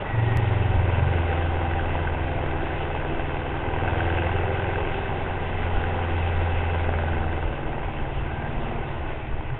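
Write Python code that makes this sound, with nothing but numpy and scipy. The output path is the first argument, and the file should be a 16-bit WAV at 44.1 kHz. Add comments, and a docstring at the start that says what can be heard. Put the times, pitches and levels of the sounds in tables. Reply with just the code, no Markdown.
"""An exhaust drone surges over hissing wet road: a motorcycle cruises, heard by a small camera on the bike. The
drone is a sum of sines on multiples of the engine cycle, some singing out for a while. Roar and spray are
patchy noise, swelled by exhaust puffs and coloured by housing resonances. Valve ticks ring in the engine cover,
gear whine follows the revs, wind buffets the microphone port, and low thuds come and go. Once the sound skips
ahead, with a bright tick."""
import sys
import numpy as np
from scipy import signal
from scipy.io import wavfile
from scipy.ndimage import uniform_filter1d

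SR = 44100
rng = np.random.default_rng(int(sys.argv[2]) if len(sys.argv) > 2 else 0)


def output_pcm(signal):
    """Save a mono or channel-first signal as 16-bit PCM at the path in sys.argv[1].

    Samples are clipped to [-1, 1] before scaling.
    """
    pcm = np.clip(np.atleast_2d(signal).T, -1, 1) * 32767
    wavfile.write(sys.argv[1], SR, np.round(pcm).astype(np.int16))


N = 422919

START_TURN = .62  # share of the cycle already gone at the start
SKIP_S, SKIP_TURN, SKIP_STEP = .372, .45, -.12  # moment of the skip, cycles jumped, height of the step
SURGE_END_S = 1.25
SHUT_S, SHUT_DB = 8.95, 8.5  # the throttle closes: drop of orders 7 and 8, the ticks half as far
FADE_S = .033  # edges of the whine and of the throttle closing


def from_db(db):
    """Decibels to gain."""
    return 10 ** (np.asarray(db) / 20)


def rms_one(x):
    """Scale to rms 1."""
    return x / np.sqrt(np.mean(x ** 2) + 1e-20)


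def in_time(rows):
    """Columns of a curve table after the first (seconds), one value per sample."""
    s, *columns = np.transpose(rows)
    return [np.interp(np.arange(N) / SR, s, column) for column in columns]


def drift(rate_hz):
    """Slow chance: noise through two equal one-pole low-passes, scaled to rms 1."""
    # made at one point per 40 samples, after a run-in of 2000 points
    r = np.exp(-80 * np.pi * rate_hz / SR)
    noise = rng.standard_normal(N // 40 + 2002)
    slow = signal.lfilter([1], [1, -2 * r, r * r], noise)[2000:]
    return np.interp(np.arange(N) / 40, np.arange(len(slow)), rms_one(slow))


def swell(start, length, fade):
    """0 to 1 and back, in seconds: rise, hold, fall."""
    since = np.arange(N) / SR - start
    to_nearest_end = np.minimum(since, length - since)
    return np.sin(np.pi / 2 * np.clip(to_nearest_end / fade, 0, 1)) ** 2


def surge():
    """1 during the opening surge, then 0."""
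    return swell(-1, SURGE_END_S + 1, .3)


def tones(turns, orders, group_db, waver, scatter, span=slice(None), beat=0):
    """Sines on multiples of the cycle, wavering in level and phase through uneven burning."""
    # scatter 0 lines up the peaks in one pulse; beat (share of a cycle) delays that pulse
    out = 0
    for k, order_db in orders:
        level_db = group_db + order_db + 7 * waver * drift(1.5)[span]
        cycles = round(k) * turns[span] - (k - 4) * beat + scatter * rng.random()
        phase = 2 * np.pi * cycles + waver * drift(1.5)[span]
        out = out + np.sqrt(2) * from_db(level_db) * np.cos(phase)
    return out


def housing(x, more_db):
    """The shell around the microphone lifts narrow bands, which wander as it shakes on its mount."""
    # Each row: resonance in Hz, width in Hz, lift in dB before more_db.
    resonances = [(234.7, 20, 5), (357, 57, 2), (413, 34, -6.5), (512, 7.4, -11.5), (794, 45, 2),
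                  (1497, 140, 4), (1990, 270, 2.5), (2611, 99, 5)]
    out = x.copy()
    for hz, width, lift_db in resonances:
        r = np.exp(-np.pi * width / SR)
        band = signal.lfilter([(1 - r * r) / 2, 0, (r * r - 1) / 2],
                              [1, -2 * r * np.cos(2 * np.pi * hz / SR), r * r], x)
        out += from_db(lift_db + more_db + .14 * drift(.84)) * band
    return out


def strong_order_levels(cycles_per_s, shut_db):
    """Levels in dB of orders 4 to 8; the revs move 7 and 8 along the response of the pipe."""
    # Drone curve. Each row: time in seconds, order 4 level in dB, order 5 level in dB.
    drone = [(0, -65, -39.5), (.12, -40, -41.5), (.15, -31, -22.5), (.8, -24, -26.5), (1.13, -24, -31),
             (1.3, -26, -43), (2.7, -32.5, -44), (3.2, -36.5, -48), (3.5, -35.5, -43.5), (3.8, -33, -36),
             (4.1, -26.5, -33.5), (4.7, -31.5, -36), (5, -35.5, -42), (5.9, -29.5, -48), (6.3, -25, -54),
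             (7.1, -26, -46), (7.45, -31.5, -45.5), (7.65, -48.5, -48), (8.3, -34, -42.5),
             (8.55, -43.5, -41), (9.59, -46, -42)]
    # Exhaust pipe response. Each row: frequency in Hz, level in dB.
    pipe = [(120, -30.5), (135, -39), (144, -37.5), (149, -44), (158, -43.5), (163, -59), (167, -42.5),
            (172, -44), (186, -47.5)]
    fourth_db, fifth_db = in_time(drone)
    sixth_db = -32.5 + .32 * fifth_db
    seventh_db, eighth_db = [np.interp(k * cycles_per_s, *np.transpose(pipe)) - shut_db for k in (7, 8)]
    eighth_db = eighth_db + .3 * (fifth_db - fifth_db.mean())  # shares some of order 5's swing
    return [fourth_db, fifth_db, sixth_db, seventh_db, eighth_db]


def exhaust(turns, cycles_per_s, swing_db, shut_db):
    """Clean strong orders throb against each other; weaker upper ones waver and colour the shell."""
    # Steady lowest order. Each row: multiple of the cycle, level in dB.
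    low_orders = [(1, -39)]
    # Upper orders. Each row: multiple of the cycle, level in dB relative to the group.
    upper_orders = [(35, -10), (36, -11.5), (37, -17.5), (38, -11)]
    # where in the cycle the strong orders peak together, as a share of it
    cruise_beat, surge_beat = .52, .93
    in_surge = surge()
    strong_db = strong_order_levels(cycles_per_s, shut_db)
    strong = tones(turns, zip(range(4, 9), strong_db), 0, waver=.052, scatter=.12 - .048 * in_surge,
                   beat=cruise_beat + (surge_beat - cruise_beat) * in_surge)
    lowest = tones(turns, low_orders, 0, waver=.25, scatter=.15)
    # upper orders harden while the revs climb: 3.5 dB per cycle/s gained each second
    climb = uniform_filter1d(np.gradient(cycles_per_s) * SR, size=SR // 4)
    upper_db = -45.5 + .81 * swing_db + 3.5 * np.clip(climb, 0, 2)
    upper = tones(turns, upper_orders, upper_db, waver=.3, scatter=1)
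    return strong + lowest + housing(upper, more_db=3)


def strokes(turns):
    """Samples of the four strokes of each cycle and the level in dB of each."""
    # Four strokes, each waxing and waning. Each row: time in seconds, then the level in dB
    # of the first, second, third and fourth stroke.
    pattern = [(0, 3, -9, -1, -4), (1.5, 0.5, -10, -4, -3), (2.5, 2.5, -14, 3.5, 3), (4, 2, -11, 5.5, 1),
               (4.9, 3.5, -10, 3, -5.5), (5.5, -3, -10, -5.5, -2.5), (6.4, -2.5, -9, -3.5, -1),
               (6.9, 1, -9.5, 0.5, 8.5), (7.8, 0, -5.5, -3, 4), (8.2, 0.5, -7, -4.5, -4.5)]
    first_stroke = .13  # share of the cycle
    quarter = np.floor(4 * (turns - first_stroke)).astype(int)
    at = np.flatnonzero(np.diff(quarter)) + 1
    return at, np.array(in_time(pattern))[quarter[at] % 4, at]


def puffs(turns, depth, decay_s):
    """Four uneven exhaust pulses a cycle each lift the noise sharply and die away."""
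    at, pattern_db = strokes(turns)
    kicks = np.zeros(N)
    kicks[at] = from_db(.83 * pattern_db + rng.normal(0, 1.7, len(at)))
    pulses = signal.lfilter([1], [1, -np.exp(-1 / (decay_s * SR))], kicks)
    # one throb a cycle, deeper in the opening surge
    throb = (.05 + .15 * surge()) * np.cos(2 * np.pi * turns)
    return rms_one(1 + depth * pulses + throb)


def patchy_noise(spectrum, patchy_db):
    """Third-octave bands of noise, each with its own level and flicker."""
    out, together = 0, drift(3)
    edges = 50 * 2 ** np.arange(0, 6.5, 1 / 3)
    white = rng.standard_normal((2, N))  # neighbouring bands take different noise
    at, level_db = np.transpose(spectrum)
    for k, (low, high) in enumerate(zip(edges, edges[1:])):
        band_pass = signal.butter(2, [low, high], "band", fs=SR, output="sos")
        band = signal.sosfilt(band_pass, white[k % 2])
        colour_db = np.interp(np.log(low * high) / 2, np.log(at), level_db, left=-60, right=-60)
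        out = out + band * from_db(colour_db + patchy_db * (.31 * together + drift(13)))
    return out


def road_roar(roar_db, puff):
    """Low broad noise, pumped by the exhaust puffs and coloured by the shell."""
    # Broad colour. Each row: frequency in Hz, relative density in dB per Hz.
    colour = [(60, 0.5), (100, 2.5), (150, -1), (200, -13.5), (250, -4.5), (300, -8.5), (420, -3),
              (650, -3.5), (950, -3), (1200, -16), (1700, -26)]
    noise = housing(patchy_noise(colour, patchy_db=.85), more_db=-3)
    return from_db(roar_db) * puff * rms_one(noise)


def spray_and_rain(spray_db, puff):
    """Higher hiss through the shell, pumped less by the puffs than the roar."""
    # Broad colour. Each row: frequency in Hz, relative density in dB per Hz.
    colour = [(700, -17.5), (1100, -4), (1400, -4), (1750, -4), (2100, -6), (2400, -3.5), (3000, -7),
              (3400, 0), (3800, -18.5)]
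    noise = housing(patchy_noise(colour, patchy_db=1.5), more_db=-.5)
    return from_db(spray_db) * (.73 + .35 * puff) * rms_one(noise)


def buffeting(swing_db):
    """Lumpy low noise from wind on the microphone port, lifted by short gusts."""
    # Gusts. Each row: start in seconds, lift in dB over the steady buffeting.
    gusts = [(.3, 5), (.7, 13), (1.2, 0), (3.1, 4), (3.7, 0), (5.55, 7), (5.7, 12), (6.3, 7), (6.5, 9),
             (6.9, 6), (7.6, 6), (7.75, 5.5), (7.1, 6), (7.4, 9), (8.15, 5.5), (8.5, 12), (8.75, 6),
             (9.1, 1), (9.27, 4.5)]
    gust_s = .17
    gust_db = sum(db * swell(s, gust_s, gust_s / 2) for s, db in gusts)
    level_db = -33.5 + .14 * swing_db + gust_db
    low = signal.sosfilt(signal.butter(1, [5, 40], "band", fs=SR, output="sos"), rng.standard_normal(N))
    low = signal.sosfilt(signal.butter(2, 65, fs=SR, output="sos"), low)
    return from_db(level_db) * rms_one(low * from_db(1.5 * drift(9.8)))


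def ring(clicks, hz, t60):
    """A unit click sets a decaying sine ringing, of height 1 before decay; t60 in seconds."""
    r, w = 1000 ** (-1 / (t60 * SR)), 2 * np.pi * hz / SR
    return signal.lfilter([0, np.sin(w)], [1, -2 * r * np.cos(w), r * r], clicks + 1e-18)


def valve_gear(turns, swing_db, shut_db):
    """Four uneven ticks a cycle, plus louder knocks, all ringing in the engine cover."""
    # Louder knocks. Each row: time in seconds, click level in dB before its random spread.
    knocks = [(1.1356, -39), (1.7342, -21.5), (1.794, -23), (1.9034, -25), (2.072, -22), (3.3677, -24.5),
              (3.8342, -26), (3.876, -20.5), (3.9809, -25), (4.0043, -18), (4.1011, -17), (4.1245, -23),
              (4.1842, -19), (4.2203, -23), (4.2682, -25), (4.3156, -22), (4.386, -22), (4.642, -23),
              (4.6892, -28), (4.7571, -23), (5.8386, -21), (6.7456, -34), (7.426, -26), (9.4489, -32),
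              (9.5013, -30)]
    # Cover modes. Each row: frequency in Hz, level in dB, ring time t60 in seconds.
    cover = [(780, -5, .025), (1560, 0, .022), (1960, -11, .015), (2620, -10, .02)]
    rise_s, rise_db = .92, 11  # the ticks come up over the first second
    still_to_rise = np.clip(1 - (np.arange(N) / SR / rise_s) ** 4, 0, 1)
    tick_db = -42 + 2 * swing_db - shut_db / 2 - rise_db * still_to_rise
    at, pattern_db = strokes(turns)
    jitter = (.0006 * SR * rng.standard_normal(len(at))).astype(int)
    at = np.clip(at + jitter, 0, N - 1)
    knock_s, knock_db = np.transpose(knocks)
    out = np.zeros(N)
    for hz, mode_db, t60 in cover:
        clicks = np.zeros(N)
        sign = np.where(rng.random(len(at)) < .25, 1, -1)  # most push the same way
        clicks[at] = sign * from_db(tick_db[at] + pattern_db + 8 + rng.normal(0, 2.2, len(at)))
        clicks[(knock_s * SR).astype(int)] = -from_db(knock_db + rng.normal(0, 2, len(knock_s)))
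        # the broad peak softens the onset of the ring
        softened = signal.lfilter(*signal.iirpeak(hz, 2.5, fs=SR), ring(clicks, hz, t60))
        out += from_db(mode_db) * softened
    return out


def singing(turns):
    """Single orders swell out of the roar, hold and sink back, roughened by uneven burning."""
    # Each row: multiple of the cycle, start in seconds, length in seconds, level in dB.
    sung_orders = [(3, .01, 4.4, -42), (3, 6.65, 1.7, -42), (9, 1.75, 3.5, -54), (9, 8.05, .9, -53),
                   (11, .15, 1.3, -53), (11, 3.55, 1.3, -54), (11, 4.65, 2, -48), (11, 6.85, .6, -43),
                   (11, 7.5, .7, -47), (11, 8.3, .7, -51), (12, .01, 2.4, -47), (12, 2.35, 3.1, -51),
                   (12, 6.15, 2.4, -48), (12, 8.3, .62, -40), (12, 8.75, .84, -47), (13, .01, 1.7, -48),
                   (13, 1.65, 2.6, -48), (13, 4.95, 3.1, -53), (13, 8.35, .6, -50), (15, 2.15, 4.1, -54),
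                   (16, .1, .95, -44), (16, .95, 2.8, -42), (16, 3.65, 1.5, -41), (16, 5.15, 1.6, -48),
                   (16, 6.95, .85, -44), (16, 7.6, .8, -48), (17, .15, 1, -46), (17, 2.25, 2.1, -48),
                   (17, 4.85, 3, -48), (18, 2.25, 1.3, -51), (18, 4.15, 1.15, -41), (19, 4.05, 3, -48),
                   (20, .45, 1.1, -50), (20, 1.65, 2.3, -50), (20, 4.05, .8, -45), (20, 5.45, .9, -44),
                   (20, 6.65, .8, -48), (21, 4.55, 1.5, -51), (23, 3.55, .7, -48), (23, 4.1, 1.1, -44),
                   (23, 7.05, .9, -51), (24, .55, .9, -45), (24, 3.55, 1.6, -47), (24, 5.75, 1.4, -46),
                   (25, 1.05, 2.6, -45), (25, 3.65, 1.3, -45), (25, 6.55, 1.1, -50), (26, 3.45, 1.8, -51),
                   (27, .35, .8, -44), (28, .25, 2.3, -53), (28, 3.65, .6, -44), (28, 6.5, 1.3, -47),
                   (28, 7.6, .7, -51), (32, 1.65, 1.1, -49), (32, 3.55, .6, -45), (33, 1.55, 2, -49),
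                   (17, 7.8, 1.79, -49), (18, 1.3, 1, -50), (18, 7.4, 2.19, -50), (19, 2.3, 1.8, -50),
                   (19, 7.3, 2, -52), (21, 2.3, 1.2, -49), (21, 7.3, 1.2, -51), (22, 3.5, 1.2, -49),
                   (23, .3, 1.2, -50), (29, 2.3, 1.1, -51), (29, 4.2, 1.1, -52), (32, 2.6, 1, -50),
                   (34, 4.3, 1, -50)]
    fade_s, flutter_db = .2, 2.2
    out = np.zeros(N)
    flutter = [drift(8) for _ in range(6)]
    offset = rng.random(40)  # each order keeps its own place in the cycle
    for k, start, length, db in sung_orders:
        span = slice(max(int(start * SR), 0), int((start + length) * SR))
        tone = tones(turns + offset[k], [(k, db)], 0, waver=.15, scatter=0, span=span)
        rough = from_db(flutter_db * flutter[rng.integers(6)][span])
        out[span] += tone * swell(start, length, fade_s)[span] * rough
    return out


def whine(turns):
    """A rough gear-mesh tone at 84 times the cycle follows the revs in brief spells."""
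    # Each row: start in seconds, length in seconds, level in dB.
    spells = [(.05, .36, -39), (.38, .34, -43), (7.5, .8, -52), (8.26, .24, -41)]
    level = sum(from_db(db) * swell(s, length, FADE_S) for s, length, db in spells)
    phase = 2 * np.pi * 84 * turns + 1.1 * drift(20) + .5 * drift(60)
    return level * from_db(2 * drift(25)) * np.sin(phase)


def thuds():
    """Short low sines that swell and fade."""
    # Each row: start in seconds, pitch in Hz, peak level in dB, length in seconds.
    low_thuds = [(0.928, 131, -24.5, 0.23), (7.795, 90.2, -30, .17), (8.965, 74.2, -23.5, 0.1),
                 (9.215, 126.6, -35, 0.14), (9.483, 127.7, -23, 0.09)]
    t = np.arange(N) / SR
    return sum(from_db(db) * swell(s, length, length / 2) * np.sin(2 * np.pi * hz * t)
               for s, hz, db, length in low_thuds)


def scene():
    """Engine, road and weather at one microphone, all tied to the revs and the roar's swing."""
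    # Engine speed. Each row: time in seconds, speed in engine cycles per second.
    revs = [(0, 23.2), (.5, 22.19), (.9, 21.39), (1.3, 20.83), (2.5, 20.57), (3.5, 20.22), (3.9, 20.55),
            (4.3, 21.17), (4.7, 21.66), (5.1, 21.85), (5.8, 21.62), (6.15, 21.18), (6.5, 21.19),
            (7.1, 20.59), (8.33, 18.7), (8.9, 19.79), (8.97, 18.38), (9.28, 17.9), (9.59, 18.2)]
    # Broad noise. Each row: time in seconds, roar level in dB, spray level in dB.
    ride = [(0, -32, -39), (.5, -32, -38.5), (.8, -30, -37.5), (1.8, -30, -39), (2.3, -32.5, -39),
            (2.7, -32.5, -39), (3.4, -32.5, -40.5), (4, -30, -38), (4.6, -31, -37), (5.5, -31.5, -39),
            (5.9, -30, -37.5), (6.4, -31, -37), (7.1, -32, -39.5), (7.5, -33.5, -42), (8.3, -34.5, -43),
            (8.5, -33, -42), (9, -33.5, -42), (9.25, -36, -44), (9.59, -37.5, -46)]
    cycles_per_s, = in_time(revs)
    roar_db, spray_db = in_time(ride)
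    swing_db = roar_db - roar_db.mean()
    shut_db = SHUT_DB * swell(SHUT_S, N / SR, FADE_S)
    skipped = SKIP_TURN * (np.arange(N) >= SKIP_S * SR)
    turns = START_TURN + np.cumsum(cycles_per_s) / SR + skipped
    puff = puffs(turns, depth=1.1, decay_s=.004)
    engine = exhaust(turns, cycles_per_s, swing_db, shut_db) + singing(turns)
    engine = engine + valve_gear(turns, swing_db, shut_db) + whine(turns)
    road = road_roar(roar_db, puff) + spray_and_rain(spray_db, puff)
    return (engine + road + buffeting(swing_db) + thuds())[None]


def record(dry):
    """A narrow-band recorder dulls the treble; the skip adds a decaying step, heard as a bright tick."""
    dull = signal.sosfilt(signal.butter(6, 3780, fs=SR, output="sos"), dry)
    narrow = signal.sosfilt(signal.cheby2(8, 50, 4700, fs=SR, output="sos"), dull)
    since = np.arange(N) / SR - SKIP_S
    tick = SKIP_STEP * (since >= 0) * np.exp(-np.abs(since) / .002)
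    # the tick escapes the dulling and meets only this upper limit
    return signal.sosfilt(signal.cheby2(12, 60, 15700, fs=SR, output="sos"), narrow + tick)


dry = scene()
out = record(dry)
output_pcm(out)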